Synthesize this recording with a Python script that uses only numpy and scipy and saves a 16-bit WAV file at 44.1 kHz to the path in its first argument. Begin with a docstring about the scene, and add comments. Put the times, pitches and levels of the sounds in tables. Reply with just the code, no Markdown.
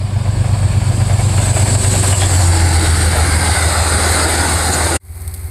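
"""Outdoors beside a railway, a small microphone stands ten to twelve metres from a fast diesel train.
The exhaust, a sum of engine orders, throbs and drops in pitch; a flat wheel knocks as it nears.
Coaches follow as filtered noise that booms, roars and hisses, with ringing wheels, bumps and squeaks.
Near 5 s the train breaks off; a far-off locomotive fades in, droning from its own orders, amid faint
noise and small dry crackles."""
import sys
import numpy as np
from scipy import signal
from scipy.fft import rfft, irfft
from scipy.io import wavfile
from scipy.ndimage import uniform_filter1d, minimum_filter1d

SR = 44100
rng = np.random.default_rng(int(sys.argv[2]) if len(sys.argv) > 2 else 0)


def transcribe(signal):
    """Save signal, clipped to [-1, 1], as a 16-bit WAV file at the path in sys.argv[1]."""
    frames = np.atleast_2d(signal).T
    limited = np.clip(frames, -1, 1)
    pcm = np.round(limited * 32767).astype(np.int16)
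    wavfile.write(sys.argv[1], SR, pcm)


N = 242946

TIME = np.arange(N) / SR  # s
FRAME_S = np.arange(N // 256 + 5) * 256 / SR  # times of the noise frames, s
BIN_HZ = np.fft.rfftfreq(1024, 1 / SR)  # frequencies of the noise frames, Hz

SPEED = 33.563  # of the near train, m/s
SOUND_SPEED = 343  # m/s
TRACK_M = 10  # from the wheels to the microphone, m


def gain_of(db):
    """Amplitude factor of a level in dB."""
    return 10 ** (np.asarray(db) / 20)


def evened(x):
    """Scales a signal to unit RMS level."""
    return x / np.sqrt(np.mean(abs(x) ** 2) + 1e-20)


def read(points, hz):
    """A spectrum in dB, joined by straight lines on a log-frequency axis."""
    f, db = np.transpose(points)
    return np.interp(np.log(hz + 1), np.log(f + 1), db)


def add(mix, s, sound):
    """Lays a short sound into the mix from s seconds on."""
    part = mix[max(round(s * SR), 0):][:len(sound)]
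    part += sound[:len(part)]


def colour(x, points):
    """Filters a sound by a spectrum."""
    gain = gain_of(read(points, np.fft.rfftfreq(len(x), 1 / SR)))
    return irfft(rfft(x) * gain, len(x))


def coloured_noise(points):
    """Steady noise of unit level, as long as the scene, shaped by a spectrum."""
    return evened(colour(rng.standard_normal(N), points))


def ringing(hz, width, size):
    """Noise in a resonance that may move, at unit level."""
    r = np.exp(-np.pi * abs(width) * 1.5 / SR)
    slow = rng.standard_normal(size) + 1j * rng.standard_normal(size)
    for _ in range(2):
        slow = signal.lfilter([1 - r], [1, -r], slow)
    phase = 2 * np.pi * np.cumsum(hz * np.ones(size)) / SR
    return evened((slow * np.exp(1j * phase)).real)


def wavering(hz, wobble):
    """A steady tone of unit level whose pitch wanders a little (wobble: RMS fraction of the pitch)."""
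    drift = coloured_noise([(0, 0), (8, 0), (40, -40), (200, -120)])
    return np.sqrt(2) * np.sin(2 * np.pi * np.cumsum(hz * (1 + wobble * drift)) / SR)


def judder(depth_db, size):
    """Gain of quick random swings of level, smoothed over about size samples."""
    smooth = uniform_filter1d(uniform_filter1d(rng.standard_normal(N), size), size // 2)
    return evened(gain_of(depth_db * evened(smooth)))


def spell(start, end, db, rise, fall):
    """Gain that rises from start, holds and dies away after end; a negative rise fades out until start."""
    opening = np.clip((TIME - start) / rise, 0, 1)
    return gain_of(db) * opening * np.exp(-np.maximum(TIME - end, 0) / fall)


def passing(nearest_s, metres):
    """Range, Doppler factor and bearing (0 ahead, 1 gone by) of a point on the train."""
    along = SPEED * (TIME - nearest_s)
    reach = np.hypot(along, metres)
    doppler = 1 - SPEED / SOUND_SPEED * along / reach
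    return reach, doppler, (1 + along / reach) / 2


def flyby(db, nearest_s, metres, ahead, behind):
    """Gain of a passing source: it falls with a power of the range, one power ahead and one behind."""
    reach, _, gone = passing(nearest_s, metres)
    return gain_of(db) * (metres / reach) ** (ahead + (behind - ahead) * gone)


# Exhaust of the engine far down the line. Each row: multiple of the engine cycle, relative level in dB.
FAR_EXHAUST = [(6, -18), (7, -15), (9, -15), (12, -1.5), (13, -11), (14, -10), (15, 1), (19, -17),
               (20, -18), (30, -27)]
# Its steady whine. Each row: pitch in Hz, width in Hz, level in dB against the far rolling noise.
FAR_WHINE = [(763.65, 28.1, -9), (2070, 226.3, -12.5)]
# Spectrum of its wheels heard from afar. Each row: frequency in Hz, relative level in dB per Hz.
FAR_ROLL = [(88, -31.5), (150, -5), (215, -10.5), (340, -11.5), (420, -16), (700, -15), (1020, -16.5),
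            (1850, -20), (2100, -15.5), (2450, -23.5), (3200, -39), (4160, -54)]
# Spectrum of the faint high noise and the crackles. Each row: frequency in Hz, relative level in dB per Hz.
FAR_FIZZ = [(1760, -63.5), (3000, -26.5), (4500, -12), (5770, -26), (6060, -22), (7450, -17.5), (8150, -5),
            (9220, -5.5), (10000, -9.5), (11400, -8.5), (12400, -11), (13500, -11.5), (15000, -19.5),
            (15600, -28)]
# Crackles near the microphone. Each row: start in seconds, peak level in dB.
CRACKLES = [(5.219, -23), (5.277, -15.5), (5.34, -17.5), (5.3453, -19), (5.3773, -28.5), (5.416, -42),
            (5.4962, -36)]
FAR_CYCLE_HZ = 5.787
FAR_STRONG_S = 5.2805  # a moment when the far engine's firings add up most
FAR_DRONE_DB, FAR_ROLL_DB, FAR_FIZZ_DB = -23.5, -42, -38


def far_train():
    """Far down the line engine orders beat into a drone over rolling noise; noise bursts crackle close by."""
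    turns = FAR_CYCLE_HZ * (TIME - FAR_STRONG_S)
    exhaust = evened(sum(gain_of(db) * np.cos(2 * np.pi * k * turns) for k, db in FAR_EXHAUST))
    whine = sum(gain_of(db) * ringing(hz, width, size=N) for hz, width, db in FAR_WHINE)
    whine += gain_of(-6.5) * wavering(382, wobble=0.002585)  # its blower
    out = gain_of(FAR_DRONE_DB) * exhaust
    out += gain_of(FAR_ROLL_DB) * (coloured_noise(FAR_ROLL) + whine)
    out += gain_of(FAR_FIZZ_DB) * coloured_noise(FAR_FIZZ) * judder(depth_db=1.5, size=120)
    t = np.arange(SR // 50) / SR
    for s, db in CRACKLES:
        tick = colour(rng.standard_normal(len(t)) * np.exp(-t / 0.0035), FAR_FIZZ)
        add(out, s, gain_of(db) * tick / abs(tick).max())
    return out


# A rougher stretch of rail under the wheels. The row: start in seconds, end in seconds, lift in dB
# (not fully reached, as the fall begins during the rise), rise in seconds, fall in seconds.
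ROUGH_STRETCH = (1.3595, 1.3759, 4.445, 0.05315, 0.1401)


def roughness():
    """Gain by which the rougher stretch of rail lifts the noise of the wheels."""
    start, end, lift_db, rise, fall = ROUGH_STRETCH
    return gain_of(lift_db * spell(start, end, 0, rise, fall))


def patches(frames_order, bins_order):
    """A smooth random field over time and frequency, averaged over that many frames and bins."""
    field = rng.standard_normal((len(BIN_HZ), len(FRAME_S)))
    return evened(uniform_filter1d(uniform_filter1d(field, frames_order, 1), bins_order, 0))


# Rail resonances, heard with the coaches abreast. Each row: frequency in Hz, width in Hz, lift in dB.
RAIL = [(826.52, 103.5, 4), (1482, 41.65, 6)]


def rolling_noise(ahead, beside, patchy_db, turn_s, turn_length):
    """Rough steel on steel: patchy noise through the rail, changing colour as the coaches draw level."""
    level_with = np.clip(.5 + (FRAME_S - turn_s) / turn_length, 0, 1)
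    first = evened(gain_of(read(ahead, BIN_HZ)))[:, None]
    second = evened(gain_of(read(beside, BIN_HZ)))[:, None]
    rail_db = sum(db / (1 + (2 * (BIN_HZ - hz) / width) ** 2) for hz, width, db in RAIL)
    size = first * (1 - level_with) + second * level_with
    size = size * gain_of(rail_db[:, None] * level_with)
    # broad short patches are rattles; narrow long ones are steel parts that ring for a while
    rattles = patches(frames_order=6, bins_order=12)
    rings = patches(frames_order=26, bins_order=3)
    size = size * gain_of(patchy_db * rattles + 1.9398 * rings)
    z = rng.standard_normal(size.shape) + 1j * rng.standard_normal(size.shape)
    return evened(signal.istft(z * size, nperseg=1024, noverlap=768)[1][:N])


# Groups of bogies ten metres off, the locomotive's first. Each row: time nearest the microphone in seconds,
# then levels at that distance in dB of boom, roar, hiss, sizzle and wheel ring.
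BOGIES = [(2.099, -23.5, -24, -26, -15.5, -42), (2.85, -26, -21, -24.5, -22.5, -30.5),
          (3.55, -31.5, -22, -26, -22, -22), (4.2, -22.5, -17.5, -24, -19.5, -28),
          (4.8, -26, -21.5, -26.5, -20, -37)]
# Loss beyond plain spreading, negative where the rails carry the sound along.
# The row: boom, roar, hiss and sizzle, all in dB per metre.
LOSS_DB_PER_M = (-0.05317, -0.01666, 0.02091, 0.10584)


def rolling_levels():
    """Gains of boom, roar, hiss and sizzle: the bogie groups' powers, thinned by range and loss, add up."""
    power = np.zeros((4, N))
    for s, *band_db, _ in BOGIES:
        reach = passing(s, TRACK_M)[0]
        for band, (db, loss) in enumerate(zip(band_db, LOSS_DB_PER_M)):
            power[band] += (gain_of(db - loss * (reach - TRACK_M)) * TRACK_M / reach) ** 2
    return np.sqrt(power)


# Spectra of the rolling train, from up the line (AHEAD) and with the coaches abreast (BESIDE).
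# Each row: frequency in Hz, relative level in dB per Hz.
BOOM_AHEAD, BOOM_BESIDE = [(70, -33.5), (130, 2.5), (190, 1.5), (260, 2), (330, 1), (420, -7.5),
                           (520, -1.5), (750, -40)], [(70, -38.5), (130, -3), (190, 3), (250, -4.5), (320, 4),
                                         (420, -1.5), (520, -2), (750, -44)]
ROAR_AHEAD, ROAR_BESIDE = [(260, -41.5), (450, -28), (573, -3), (718, -2.5), (1370, -11.5), (1670, -8),
                           (1990, -14), (2260, -10), (2900, -15.5), (3770, -16.5), (6380, -120)], [(260, -14), (450, -7.5), (680, -1), (801, -1.5), (915, -5.5),
                                               (1070, -6.5), (1460, -3.5), (1750, -5.5), (2040, -4.5),
                                               (2410, -13), (2900, -21), (3770, -74.5), (6380, -120)]
HISS_AHEAD, HISS_BESIDE = [(1590, -69.5), (2700, -2.5), (3410, -3), (4580, 6.5), (5590, -4.5),
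                           (6200, -20.5), (8060, -44), (13600, -120)], [(1590, -67.5), (2700, -6), (3170, -5.5), (3940, 4),
                                               (4660, 3), (5100, 2.5), (5590, -26), (6200, -10.5),
                                               (8060, -39), (13600, -120)]
SIZZLE_AHEAD, SIZZLE_BESIDE = [(3530, -24.5), (6000, -20), (6550, -16.5), (7710, -5), (8090, -2),
                               (9310, -13), (11700, -21.5), (13600, -38.5), (15600, -76)], [(3530, -25.5), (6000, -17), (6710, -10), (7500, -10.5),
                                                     (8130, -1.5), (8560, -2.5), (9530, -6.5),
                                                     (10800, -15.5), (12300, -19), (15600, -46.5)]
# Narrow steel hiss thrown ahead of the locomotive.
# The row: start in seconds, end in seconds, level in dB, rise in seconds, fall in seconds.
SINGING = (1.326, 2, -24.5, 0.2517, 0.005)


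def rails():
    """Boom, roar, hiss and sizzle of steel rolling on steel; rough rail lifts all but the boom."""
    boom, roar, hiss, sizzle = rolling_levels()
    rough = roughness()
    low = boom * rolling_noise(BOOM_AHEAD, BOOM_BESIDE, patchy_db=2.5, turn_s=2.9, turn_length=1.6)
    low += rough * roar * rolling_noise(ROAR_AHEAD, ROAR_BESIDE, patchy_db=1.0, turn_s=2.3617, turn_length=0.47)
    high = hiss * rolling_noise(HISS_AHEAD, HISS_BESIDE, patchy_db=1.5, turn_s=3.329, turn_length=0.929)
    high += sizzle * rolling_noise(SIZZLE_AHEAD, SIZZLE_BESIDE, patchy_db=1.5, turn_s=2.7424, turn_length=1.0)
    singing = spell(*SINGING) * ringing(7960, 239.6, size=N)
    return low * judder(depth_db=0.7776, size=500) + rough * high + singing


# Ringing of the rolling wheels. Each row: frequency in Hz, width in Hz, relative level in dB.
WHEEL_MODES = [(811.28, 28.23, -4.5), (1516.5, 54.15, 1.5), (2042.7, 114.56, 2), (4277.5, 20.33, -11),
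               (8726.3, 457.4, 5)]


def bogies():
    """Each group of wheels rings, swells and glides down as it goes by."""
    out = np.zeros(N)
    for s, *_, db in BOGIES:
        reach, doppler, _ = passing(s, TRACK_M)
        ring = sum(gain_of(mode_db) * ringing(hz * doppler, width, size=N)
                   for hz, width, mode_db in WHEEL_MODES)
        out += gain_of(db) * evened(ring) * (TRACK_M / reach) ** 1.4733
    return out


# Brief flange squeaks. Each row: middle in seconds, pitch in Hz, level in dB, length in seconds.
SQUEAKS = [(2.14, 2920, -21.5, 0.068), (2.235, 3412, -21, .1), (3.175, 12260, -30.5, .04),
           (4.74, 7084, -18.5, .05), (4.95, 8795, -20, .05), (4.966, 2718, -29, 0.05)]


def flanges():
    """A flange brushes the rail and squeaks for a moment, as narrow noise under a smooth swell."""
    out = np.zeros(N)
    for s, hz, db, length in SQUEAKS:
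        size = int(length * SR)
        squeak = np.hanning(size) * ringing(hz, hz * 0.0634, size=size)
        add(out, s - length / 2, gain_of(db) * squeak)
    return out


# What the struck wheel rings with. Each row: frequency in Hz, width in Hz, relative level in dB.
KNOCK_MODES = [(614.32, 95.8, 0.5), (736.29, 91.3, 3), (986.15, 17.53, -3), (1648.4, 24.47, -3),
               (2265.7, 117.8, -5), (2792.7, 327.3, -6.5), (3521.8, 42.36, -13.5)]


def knock(treble_db, decay_s=0.02682, rise_s=0.0004333, crack=0.5524):
    """A blow on the rail sets a wheel ringing and rattling."""
    t = np.arange(SR // 10) / SR
    treble = gain_of(treble_db)
    blow = (1 - np.exp(-t / rise_s)) * np.exp(-t / decay_s)
    ring = sum(gain_of(mode_db) * (treble if hz > 1200 else 1) * ringing(hz, width, size=len(t))
               for hz, width, mode_db in KNOCK_MODES)
    clatter_spectrum = [(100, -5.5), (350, 12), (2000, 12.5), (5000, -19.5), (14000, -46)]  # Hz, dB per Hz
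    clatter = evened(colour(rng.standard_normal(len(t)), clatter_spectrum))
    return evened(blow * (evened(ring) + crack * treble * clatter))


# Single bumps of the coaches. Each row: start in seconds, level in dB.
BUMPS = [(3.128, -27), (4.475, -35), (4.932, -32.5)]


def bumps():
    """Now and then a coach wheel strikes the rail close by."""
    out = np.zeros(N)
    for s, db in BUMPS:
        add(out, s, gain_of(db) * knock(treble_db=-1.5))
    return out


FLAT_FIRST_S, WHEEL_TURN_S, FLAT_NEAREST_S = .159, .09355, 2.25  # one knock a turn until it draws level


def flat_wheel(db=-22, falloff=0.81395, dull_db_per_m=0.0566, scatter_db=1.67):
    """A flat spot knocks once a turn, louder and brighter as it nears."""
    out = np.zeros(N)
    for s in np.arange(FLAT_FIRST_S, FLAT_NEAREST_S, WHEEL_TURN_S):
        reach = np.hypot(SPEED * (s - FLAT_NEAREST_S), TRACK_M)
        strength = gain_of(db + scatter_db * rng.standard_normal()) * (TRACK_M / reach) ** falloff
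        add(out, s, strength * knock(-dull_db_per_m * (reach - TRACK_M)))
    return out * roughness()


def blower(db=-27.0, hz=354, beam=2.829):
    """The cooling blower hums slantwise fore and aft, swelling just before and just after it draws level."""
    reach, doppler, gone = passing(2.31, TRACK_M)
    slant = 2 * abs(2 * gone - 1) * TRACK_M / reach  # greatest at 45 degrees
    return gain_of(db) * slant ** beam * wavering(hz * doppler, wobble=0.006798)


# Exhaust orders from the trackside. Each row: multiple of the engine cycle, relative level in dB heard
# from ahead, relative level in dB heard from behind.
EXHAUST = [(6, -13, -23), (9, -15, -19), (10, -10, -12), (11, -10.5, -11.5), (12, 0, 0), (13, -8.5, -15),
           (14, -14.5, -22), (15, -4, -10.5), (16, -15.5, -21), (17, -24, -28), (20, -20, -23),
           (23, -21, -30), (25, -23, -30), (26, -21, -29), (28, -27, -27)]
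# Rumble of the ground. Each row: frequency in Hz, relative level in dB per Hz.
RUMBLE = [(15, -23), (28, -12), (42, -3), (68, 0), (100, -1), (130, -3), (200, -12), (400, -60)]
# Rush of the engine's machinery, thrown ahead. Each row: frequency in Hz, relative level in dB per Hz.
MACHINERY = [(180, -25.5), (280, -3), (360, 1.5), (450, -5), (560, 2), (720, -4), (880, -3), (1060, 0),
             (1400, -13.5), (2400, -15.5), (4500, -40.5)]
# Very faint turbocharger whistle, gone before the train is near. The row: time in seconds by which it has
# faded out, end in seconds, level in dB before the fade, rise in seconds (negative: a fade-out), fall in seconds.
TURBO = (0.5, 2.2493, -57.5, -5.9615, 1)
PASS_S, DISTANCE = 2.4116, 12.233  # time in s when the exhaust is nearest, and its distance then in m
CYCLE_HZ = 7.4673  # one cycle of the four-stroke engine: twelve firings
STRONG_AHEAD, STRONG_BEHIND = .63, .463  # place in the cycle where the firings add up most


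def locomotive(uneven_beside_db=-5):
    """Unequal firings throb once a cycle and fall in pitch on passing, over ground rumble and machinery."""
    reach, doppler, gone = passing(PASS_S, DISTANCE)
    turns = CYCLE_HZ * (TIME - reach / SOUND_SPEED)  # the travel time of the sound bends the pitch
    uneven = gain_of(uneven_beside_db * (DISTANCE / reach) ** 2)  # abreast, the plain firing tone stands out
    exhaust = np.zeros(N)
    for order, ahead_db, behind_db in EXHAUST:
        # the two orders just under the firing tone ring in the muffler and lag,
        # which breaks each throb into several beats
        lag = 2 * np.pi / 5 * (9 < order < 12) + .12 * rng.standard_normal()
        ahead = gain_of(ahead_db) * np.cos(2 * np.pi * order * (turns - STRONG_AHEAD) - lag)
        behind = gain_of(behind_db) * np.cos(2 * np.pi * order * (turns - STRONG_BEHIND) - lag)
        exhaust += ((1 - gone) * ahead + gone * behind) * (uneven if order % 6 else 1)
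    exhaust = evened(exhaust) * judder(depth_db=0.5491, size=400)
    exhaust *= flyby(db=-7.0, nearest_s=2.4948, metres=DISTANCE, ahead=0.4047, behind=0.6121)
    rumble = coloured_noise(RUMBLE)
    rumble *= flyby(db=-18.5, nearest_s=2.843, metres=DISTANCE, ahead=0.2283, behind=0.9006)
    machinery = coloured_noise(MACHINERY)
    machinery *= flyby(db=-29, nearest_s=2.3032, metres=DISTANCE, ahead=0.351, behind=1.78)
    turbo = spell(*TURBO) * ringing(8820 * doppler, 90.8, size=N)
    return exhaust + rumble + machinery + turbo


OPENING_DB, OPENING_S = -3.5, 0.4237  # the sound eases in at the start
BREAK_S, RETURN_S, FAR_FADE_S = 4.966, 4.995, 0.21662  # near train breaks off; far one starts, and its fade


def scene():
    """The near train breaks off and the far one fades in."""
    near = locomotive() + blower() + rails() + bogies() + flat_wheel() + bumps() + flanges()
    broken_off = gain_of(np.interp(TIME, [BREAK_S, BREAK_S + .014, BREAK_S + .04], [0, -40, -80]))
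    eased_in = gain_of(OPENING_DB * np.maximum(1 - TIME / OPENING_S, 0))
    faded_in = np.clip((TIME - RETURN_S) / FAR_FADE_S, 0, 1)
    return (near * eased_in * broken_off + far_train() * faded_in)[None]


def record(dry, drive_db=-1.0, recover_db_per_s=110, ceiling_db=-3.4, edge_hz=15700):
    """At the microphone a quick limiter ducks everything under peaks above a ceiling; then the band limit."""
    driven = gain_of(drive_db) * dry
    peak_db = 20 * np.log10(abs(driven[0]) + 1e-9)
    fall = TIME * recover_db_per_s
    held_db = np.maximum.accumulate(peak_db + fall) - fall  # peaks held, sinking at the recovery rate
    over_db = np.maximum(held_db - ceiling_db, 0)
    over_db = uniform_filter1d(-minimum_filter1d(-over_db, size=60), size=90)  # widened, then smoothed
    lowpass = signal.firwin(511, edge_hz, window=("kaiser", 9), fs=SR)[None]
    return signal.oaconvolve(driven / gain_of(over_db), lowpass, "same")


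dry = scene()
out = record(dry)
transcribe(out)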